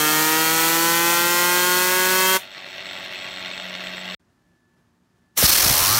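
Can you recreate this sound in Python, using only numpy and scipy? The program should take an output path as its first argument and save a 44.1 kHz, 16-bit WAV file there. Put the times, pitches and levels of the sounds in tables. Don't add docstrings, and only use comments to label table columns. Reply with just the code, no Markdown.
import sys
import numpy as np
from scipy import signal
from scipy.fft import rfft, irfft
from scipy.io import wavfile

SR = 44100
rng = np.random.default_rng(int(sys.argv[2]) if len(sys.argv) > 2 else 0)


def field_ratio(decibels):
    return 10 ** (np.asarray(decibels, dtype=float) / 20)


def wrap_up_sound(samples):
    columns = np.atleast_2d(samples).T
    tamed = np.clip(columns, -1, 1)
    steps = np.round(tamed * 32767).astype(np.int16)
    wavfile.write(sys.argv[1], SR, steps)


N = 264140
T = np.arange(N) / SR


def rms_one(x):
    return x / np.sqrt(np.mean(x ** 2) + 1e-20)


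def in_time(rows, **ends):
    t, *columns = np.transpose(rows)
    return [np.interp(T, t, c, **ends) for c in columns]


def drift(rate_hz):
    r = np.exp(-80 * np.pi * rate_hz / SR)
    white = rng.standard_normal(N // 40 + 2002)
    slow = signal.lfilter([1], [1, -2 * r, r * r], white)[2000:]
    return np.interp(np.arange(N) / 40, np.arange(len(slow)), rms_one(slow - slow.mean()))


def coloured(spectrum):
    hz, level_db = np.transpose(spectrum)
    bins_hz = np.maximum(np.arange(N // 2 + 1) * SR / N, 1)
    gain = field_ratio(np.interp(np.log(bins_hz), np.log(hz), level_db))
    return rms_one(irfft(rfft(rng.standard_normal(N)) * gain, N))


def resonances(x, modes):
    out = 0
    for k, (hz, width_hz, level_db) in enumerate(modes):
        r = np.exp(-np.pi * width_hz / SR)
        poles = [1, -2 * r * np.cos(2 * np.pi * hz / SR), r * r]
        gain = (-1) ** k * field_ratio(level_db) * (1 - r * r) / 2
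        out = out + gain * signal.lfilter([1, 0, -1], poles, x)
    return out


def bell_db(hz, centre_hz, width_hz, peak_db):
    return peak_db / (1 + (2 * (hz - centre_hz) / width_hz) ** 2)


def high_pass(x, order, hz):
    return signal.sosfilt(signal.butter(order, hz, "high", fs=SR, output="sos"), x)


ROOM_T60_S, ROOM_DB = 0.16, -10.5


def room(x):
    age = np.arange(SR // 2) / SR
    tail = rng.standard_normal(SR // 2) * field_ratio(-60 * age / ROOM_T60_S) * (age > .004)
    return x + field_ratio(ROOM_DB) * signal.fftconvolve(x, tail / np.sqrt(np.sum(tail ** 2)))[:N]


# f/Hz, density/dB
SHOP_SPECTRUM = [(24, -36.5), (40, -7.5), (101, 0), (185, -3.5), (345, -5.5), (491, -16.5), (615, -13.5),
                 (1550, -17), (1760, -16), (2150, -23), (6490, -28.5), (14500, -38), (16000, -41.5)]
# f/Hz, level/dB
HUM_LINES = [(119.6, -80.5), (179.7, -72), (239.2, -75), (359.7, -80.5), (893.8, -85), (1120, -88)]
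# t/s, length/s, level/dB
FAN_SWELLS = [
    (4.33, .58, -73),
    (5.08, .6, -74.5),
]
SHOP_DB, WHINE_HZ = -62.5, 1739.6


def shop():
    hum, swell = 0, 0
    for hz, db in HUM_LINES:
        hum = hum + field_ratio(db + 3.0 * drift(3.9)) * np.cos(2 * np.pi * hz * T + .5 * drift(4))
    for t, length, db in FAN_SWELLS:
        swell = swell + field_ratio(db) * np.sqrt(np.sin(np.pi * np.clip((T - t) / length, 0, 1)) + 1e-12)
    whine = swell * np.cos(2 * np.pi * WHINE_HZ * T + .3 * drift(5))
    return field_ratio(SHOP_DB - 2.0 + 0.76 * drift(12)) * coloured(SHOP_SPECTRUM) + np.sqrt(2) * (hum + whine)


# t/s, peak/dB, top f/Hz, t60/s
GUST_EVENTS = [
    (5.427, -7, 1500, 0.017),
    (5.438, -8.5, 460, 0.025),
    (5.449, -17, 250, 0.044),
    (5.663, -13.5, 487, .015),
    (5.700, -19, 200, 0.068),
    (5.710, -13, 402, 0.022),
    (5.815, -20, 250, 0.024),
]


def gusts():
    out = np.zeros(N)
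    age = np.arange(3000) / SR
    for t, peak_db, top_hz, t60_s in GUST_EVENTS:
        swing = np.sin(2 * np.pi * 0.5 * top_hz * age * np.exp(-age * 90))
        swing = swing + .7 * rng.standard_normal(3000)
        low_pass = signal.butter(1, 0.74 * top_hz, fs=SR, output="sos")
        puff = signal.sosfilt(low_pass, swing * field_ratio(-60 * age / t60_s))
        out[round(t * SR):][:3000] += field_ratio(peak_db) * puff / np.abs(puff).max()
    rumble = coloured([(15, -20), (45, 1.5), (120, -9.5), (300, -17.5), (900, -51)])
    rumble = rumble * field_ratio(-37.5 + 4 * drift(25))
    return out + rumble * np.clip((T - 5.4) / .05, 0, 1)


# t/s, rate/(turns/s)
COAST_SPEED = [(2.37, 188.5), (2.7, 187.8), (3.2, 186), (3.7, 184.2), (4.16, 183.3)]
# f/Hz, width/Hz, level/dB
BODY_MODES = [(613, 35, 3), (659, 54, 0), (700, 21, -3.5), (865, 18, 3.5), (1118, 8.2, 6), (1395, 52, 0.5),
              (1602, 35, 2.5), (1993, 164, 4.5), (2170, 69, 2.5), (2660, 120, 4), (2774, 100, 2.5),
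              (3288, 47, 6), (3644, 240, 4.5), (4020, 220, -17), (4160, 210, 1), (5390, 200, -7),
              (6500, 270, -18.5), (9430, 390, -27)]
# f/Hz, density/dB
WHIR_SPECTRUM = [(60, -14), (200, -4.5), (450, -9.5), (650, -11.5), (1000, -9.5), (2000, 0), (3500, -3.5),
                 (4400, -14.5), (4900, -44), (5500, -14), (7000, -25.5), (9500, -32), (11000, -49.5),
                 (16000, -51.5)]
# f/Hz, density/dB
RACE_SPECTRUM = [(8000, -30), (10500, -12), (12300, -4.5), (12900, 2.5), (13500, 2.5), (14200, -8),
                 (15300, -3), (16500, -13)]
# f/Hz, sideband/turn rates, level/dB
SQUEAL_LINES = [(7762, -1, -3), (7762, 0, 0), (7762, 1, -9), (15197, -1, -19), (15197, 0, -18),
                (15197, 1, -20), (15197, 2, -21)]
# share of cycle, level/dB
CONTACTS = [(.085, 0), (.215, -2), (.32, -6), (.5, -6), (.665, -5), (.85, -11)]
# multiple of cycle rate, level re rattle/dB
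CAGE_TONES = [(3, -30), (4, -24.5), (6, -20.5), (7, -17), (8, -23.5), (12, -27)]
# t/s, rattle/dB, unbalance hum/dB
COASTING_LEVELS = [
    (2.43, -39.5, -72),
    (2.5, -42, -74),
    (2.58, -36, -68),
    (2.68, -37.5, -62),
    (2.8, -35.5, -55.5),
    (3.3, -34.5, -53),
    (3.5, -35, -48.5),
    (3.68, -34, -45.5),
    (4.15, -34, -42.5),
]
# t/s, length/s, level/dB
SQUEAK_EVENTS = [(2.51, .1, -65), (2.68, .07, -60), (2.8, .03, -58), (2.84, 0.17, -52), (3.02, .05, -58),
                 (3.144, 0.12, -52), (3.28, .135, -52), (3.46, .03, -52), (3.51, 0.13, -51),
                 (3.678, .03, -56), (3.75, .04, -58), (3.83, 0.075, -51), (3.961, 0.064, -48),
                 (4.045, 0.12, -53)]
# t/s, peak/dB
TICK_EVENTS = [(2.5257, -26), (2.781, -16.5), (2.8666, -23), (2.8974, -26.5), (3.0799, -26), (3.125, -24),
               (3.145, -27), (3.2096, -21.5), (3.5773, -20.5), (3.5987, -16), (3.8698, -25), (3.903, -24.5),
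               (3.9804, -22.5), (4.0891, -30)]
SQUEAK_EDGE_S, SQUEAK_REST_DB, TICK_OVER_DB = .006, -64, 22.5
# start/s, end/s
GAP_S = (4.1495, 4.196)


def cage_contacts(turns, end):
    share, contact_db = np.transpose(CONTACTS)
    cycles = np.arange(int(turns[-1] / 2) - 1)[:, None]
    late = .015 * rng.standard_normal((len(cycles), len(share)))
    at = np.searchsorted(turns / 2, (cycles + share + late).ravel())
    strength_db = (contact_db + np.clip(2.6 * rng.standard_normal(late.shape), -10, 4)).ravel()
    tick_s, tick_db = np.transpose(TICK_EVENTS)
    strength_db = np.r_[strength_db[at < end], tick_db + TICK_OVER_DB]
    return np.r_[at[at < end], (tick_s * SR).astype(int)], strength_db


def body_rattle(at, strength_db, start, end):
    signs, rattle = rng.choice([-1, 1], len(at)), np.zeros(N)
    for hz, width_hz, level_db in BODY_MODES:
        knocks = np.full(end, 1e-18)
        knocks[at] = signs * field_ratio(strength_db + 3.2 * rng.standard_normal(len(at)))
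        soft = resonances(knocks[start:], [(hz, 3.2 * width_hz, 0)])
        rattle[start:end] += resonances(soft, [(hz, width_hz, level_db)])
    return rattle


def race_squeal(turns):
    sticking = field_ratio(SQUEAK_REST_DB)
    for t, length, db in SQUEAK_EVENTS:
        edges = np.minimum(T - t, t + length - T) / SQUEAK_EDGE_S
        sticking = sticking + field_ratio(db) * np.clip(edges, 0, 1)
    slip, squeal = 0.54 * drift(15), 0
    for hz, side, db in SQUEAL_LINES:
        squeal = squeal + field_ratio(db) * np.cos(2 * np.pi * (hz * T + side * turns) + slip * hz / 7700)
    return sticking * field_ratio(-4.0 + 1.5 * drift(40)) * squeal


def coasting():
    speed, = in_time(COAST_SPEED)
    turns = np.cumsum(speed) / SR
    rattle_db, hum_db = in_time(COASTING_LEVELS)
    rattle_db = rattle_db + 0.77 * drift(10.5)
    hum_db = hum_db + 1.6 * drift(9.3)
    start, end = round(COAST_SPEED[0][0] * SR), round(GAP_S[0] * SR)
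    at, strength_db = cage_contacts(turns, end)
    rattle = body_rattle(at, strength_db, start, end)
    rub = signal.lfilter([1], [1, -1.86, .8649], np.bincount(at, field_ratio(strength_db), N))
    rub = rms_one(rub[:end]).take(np.arange(N), mode="clip")
    whir = coloured(WHIR_SPECTRUM) * (field_ratio(-14.5) + field_ratio(-3.0) * rub)
    whir = whir + field_ratio(-26.5 + 2.0 * drift(18)) * coloured(RACE_SPECTRUM)
    cage = 0
    for k, db in CAGE_TONES:
        cage = cage + field_ratio(db + 2.65 * drift(14.0)) * np.cos(np.pi * k * turns + 1.0 * drift(6.6))
    hum = np.sqrt(2) * np.cos(2 * np.pi * turns)
    sound = field_ratio(rattle_db - 1.5) * (field_ratio(-5.0) * rms_one(rattle) + whir + 1.9 * cage)
    sound = sound + race_squeal(turns) + field_ratio(hum_db - 1.0) * hum
    return sound * (T > COAST_SPEED[0][0]) * (T < GAP_S[0])


# t/s, rate/(turns/s)
RESTART_SPEED = [(5.36, 5.1), (5.45, 18.5), (5.55, 35.7), (5.65, 54.5), (5.75, 74.0), (5.85, 93.7),
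                 (5.92, 107.0), (5.99, 119.7)]
# f/Hz, density/dB
JET_TWO_SPECTRUM = [(59, -37), (100, -14), (289, -9.5), (801, -8.5), (1060, -5.5), (1650, -5.5),
                    (3540, -5.5), (4290, -4), (4870, -9.5), (5420, 0), (7140, -8), (14700, -4.5),
                    (16000, -11.5)]
# f/Hz, width/Hz, level/dB
NOZZLE_WHISTLES = [(4296, 320, 0.5), (5100, 330, -3), (6100, 500, -7.5)]
# angle/turn, level/dB
ARM_SHADOW = [(0, -0.5), (.15, 2.6), (.4, 4), (.65, 5), (.78, 3.5), (.93, -5.5), (1, -6.5)]
# multiple of turn rate, level/dB
SMALL_SIREN_TONES = [(1, 4), (2, -6.5), (3, -19), (5, -10), (7, -5), (8, -3.5), (9, -10), (10, -4.5),
                     (11, 0), (12, -2), (13, -6), (14, -5.5), (15, -5.5), (16, -10), (20, -10.5), (24, -12),
                     (25, -9.5), (26, -13)]
# t/s, level/dB
SMALL_SIREN_LEVEL = [(5.5, -68), (5.65, -36.5), (5.78, -36), (5.99, -33)]
RESTART_TURN = .434
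OPEN_S, OPEN_DB_PER_S = 5.376, 2400
SURGE_S, SURGE_DB, SURGE_RISE_S, SURGE_FADE_S = 5.25, 7, 0.066, 0.15
FLOW_DB, FLOW_SAG_DB_PER_S = -17.5, 3.5
EDGE_HZ, EDGE_DB = 7400, -8.5
SHELL_HZ, SHELL_WIDTH_HZ, SHELL_DB = 1200, 700, 6


def second_blast():
    speed, = in_time(RESTART_SPEED, left=0)
    turns = RESTART_TURN + np.cumsum(speed) / SR
    surge = np.minimum((T - SURGE_S) / SURGE_RISE_S, (SURGE_S - T) / SURGE_FADE_S)
    surge_db = SURGE_DB * np.exp(surge) - FLOW_SAG_DB_PER_S * (T - SURGE_S)
    hiss_db = FLOW_DB + surge_db - OPEN_DB_PER_S * np.clip(OPEN_S - T, 0, .08)
    shade_db = np.interp(turns % 1, *np.transpose(ARM_SHADOW))
    shade = field_ratio(np.clip((T - 5.42) / 0.013, 0, 1) * shade_db)
    whistle = rms_one(resonances(rng.standard_normal(N), NOZZLE_WHISTLES))
    whistle = whistle * shade * field_ratio(-12.0 + 2.4 * drift(40)) * np.clip((T - 5.4) / 0.025, 0, 1)
    edge = rms_one(high_pass(rng.standard_normal(N), 4, EDGE_HZ))
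    edge = field_ratio(EDGE_DB + 1.3 * surge_db + 2.9 * drift(120)) * shade * edge
    jet = coloured(JET_TWO_SPECTRUM) + whistle + edge
    siren = 0
    for k, db in SMALL_SIREN_TONES:
        level_db = db + bell_db(k * speed, SHELL_HZ, SHELL_WIDTH_HZ, SHELL_DB) + 1.9 * drift(15)
        phase = 2 * np.pi * k * turns + .025 * k * k + 0.013 * k * drift(8)
        siren = siren + field_ratio(level_db) * np.cos(phase)
    siren_db, = in_time(SMALL_SIREN_LEVEL, left=-140)
    return room(field_ratio(hiss_db - 1.35) * shade * jet) + field_ratio(siren_db - .6) * siren


# f/Hz, level/dB
PUFF_COLOUR = [(160, 4), (340, 0.5), (540, -5), (900, 0), (1450, -0.5), (2100, -3.5), (3000, -11),
               (5600, -16.5)]
# f/Hz, width/Hz, level/dB
HOUSING_MODES = [(610, 70, 6), (700, 100, -9), (1270, 80, 3), (1600, 150, 2), (1770, 70, -5),
                 (1890, 100, 4), (2200, 120, -3), (2610, 130, 5), (3190, 150, 10), (3550, 150, 3),
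                 (3950, 200, -4), (4280, 250, 8), (4900, 250, -5), (5260, 200, 7)]
LOBE_SHARE = 0.64
LOBE_BLUR = 45


def lobe_siren(speed, angle):
    on = T < 2.5
    wander, siren = drift(6), np.zeros(N)
    puff_hz, puff_db = np.transpose(PUFF_COLOUR)
    for k in range(1, 31):
        spacing = np.pi * (2 * k + 1) / 3
        pair = np.angle(1 + .95 * np.exp(-1j * spacing)) + .018 * k * k + .1
        lobes = abs(1 + LOBE_SHARE * np.exp(-k / LOBE_BLUR - 1j * spacing))
        hz = k * speed[on][::64]
        colour_db = np.interp(np.log(hz), np.log(puff_hz), puff_db)
        colour_db = colour_db + sum(bell_db(hz, *mode) for mode in HOUSING_MODES)
        level_db = np.interp(T[on], T[on][::64], colour_db) + (.8 + 0.055 * k) * drift(4.4)[on]
        siren[on] += lobes * field_ratio(level_db) * np.cos(k * (angle + 0.018 * wander)[on] + pair)
    return siren / np.std(siren[on])


# f/Hz, density/dB
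JET_SPECTRUM = [(60, -25.5), (150, -8), (500, -6.5), (1200, -3.5), (2500, -5), (3800, -4.5), (4350, -3.5),
                (5000, -6), (6300, -2.5), (9000, -4), (10500, -7), (12000, -4), (14500, -1.5), (16500, -8)]
# f/Hz, width/Hz, level/dB
CAVITIES = [(2600, 96, -5), (3240, 160, -4), (4314, 69, 0), (5630, 250, 0.5)]
START_TURNS_PER_S, TOP_TURNS_PER_S, SPIN_UP_S = 151.745, 256.1, 5.4352
SHUT_S = 2.369
SIREN_DB, SIREN_GAIN_DB_PER_S = -20.5, 1.02
HISS_DB, HISS_SAG_DB_PER_S = -22, 0.56


def first_blast():
    speed = TOP_TURNS_PER_S - (TOP_TURNS_PER_S - START_TURNS_PER_S) * np.exp(-T / SPIN_UP_S)
    angle = 2 * np.pi * np.cumsum(speed) / SR
    siren_db = SIREN_DB + SIREN_GAIN_DB_PER_S * T
    hiss_db = HISS_DB - HISS_SAG_DB_PER_S * T
    valve = field_ratio(-np.clip(T - SHUT_S, 0, 1) * 1600)
    siren = valve * field_ratio(siren_db - .5) * lobe_siren(speed, angle)
    throb_db = 0.77 * np.cos(angle + 0.89) + 0.93 * np.cos(2 * angle + 0.74)
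    throb = field_ratio(throb_db + 1.1 * np.cos(3 * angle + 0.92) + .5 * drift(3.7))
    buffet = coloured([(20, -9.5), (60, 1), (110, -5.0), (200, -30)])
    buffet = field_ratio(-50.5 - 7.2 * T + 2.8 * drift(12)) * buffet
    hollow = rms_one(resonances(rng.standard_normal(N), CAVITIES))
    jet = coloured(JET_SPECTRUM) + field_ratio(-17.0 + 2.6 * drift(8.2)) * hollow
    hiss = valve * field_ratio(hiss_db + 2.0) * throb * jet
    return valve * buffet + 0.62 * siren + room(0.39 * siren + hiss)


def scene():
    first = first_blast() + coasting() + shop()
    second = (second_blast() + gusts() + shop()) * (T > GAP_S[1])
    mono = first * np.clip((GAP_S[0] - T) / .002, 0, 1) + second
    return np.array([mono, mono])


def roll_off(x):
    return signal.sosfilt(signal.butter(12, 16990, fs=SR, output="sos"), x)


# t/s, low f/Hz, high f/Hz, level/dB
SIDE_BURSTS = [
    (.405, 4500, 5900, -37),
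    (.405, 10200, 11900, -37),
    (.82, 13800, 15800, -30),
    (1.122, 10900, 12600, -35),
    (1.957, 10200, 12600, -35),
    (2.215, 4100, 5300, -35),
    (2.215, 14400, 15800, -35),
]


def record(dry):
    white, side = rng.standard_normal(N), 0
    for t, low_hz, high_hz, db in SIDE_BURSTS:
        band = signal.butter(6, [low_hz, high_hz], "band", fs=SR, output="sos")
        fade = np.cos(np.clip((T - t) / .023, -1, 1) * np.pi / 2) ** 2
        side = side + field_ratio(db) * fade * rms_one(signal.sosfilt(band, white))
    heard = high_pass(dry, 2, 45)
    heard = .8 * np.tanh(heard / .8) + side * [[1], [-1]]
    heard = signal.sosfilt(signal.ellip(10, .5, 52, 15770, fs=SR, output="sos"), heard)
    return roll_off(heard)


dry = scene()
out = record(dry)
wrap_up_sound(out)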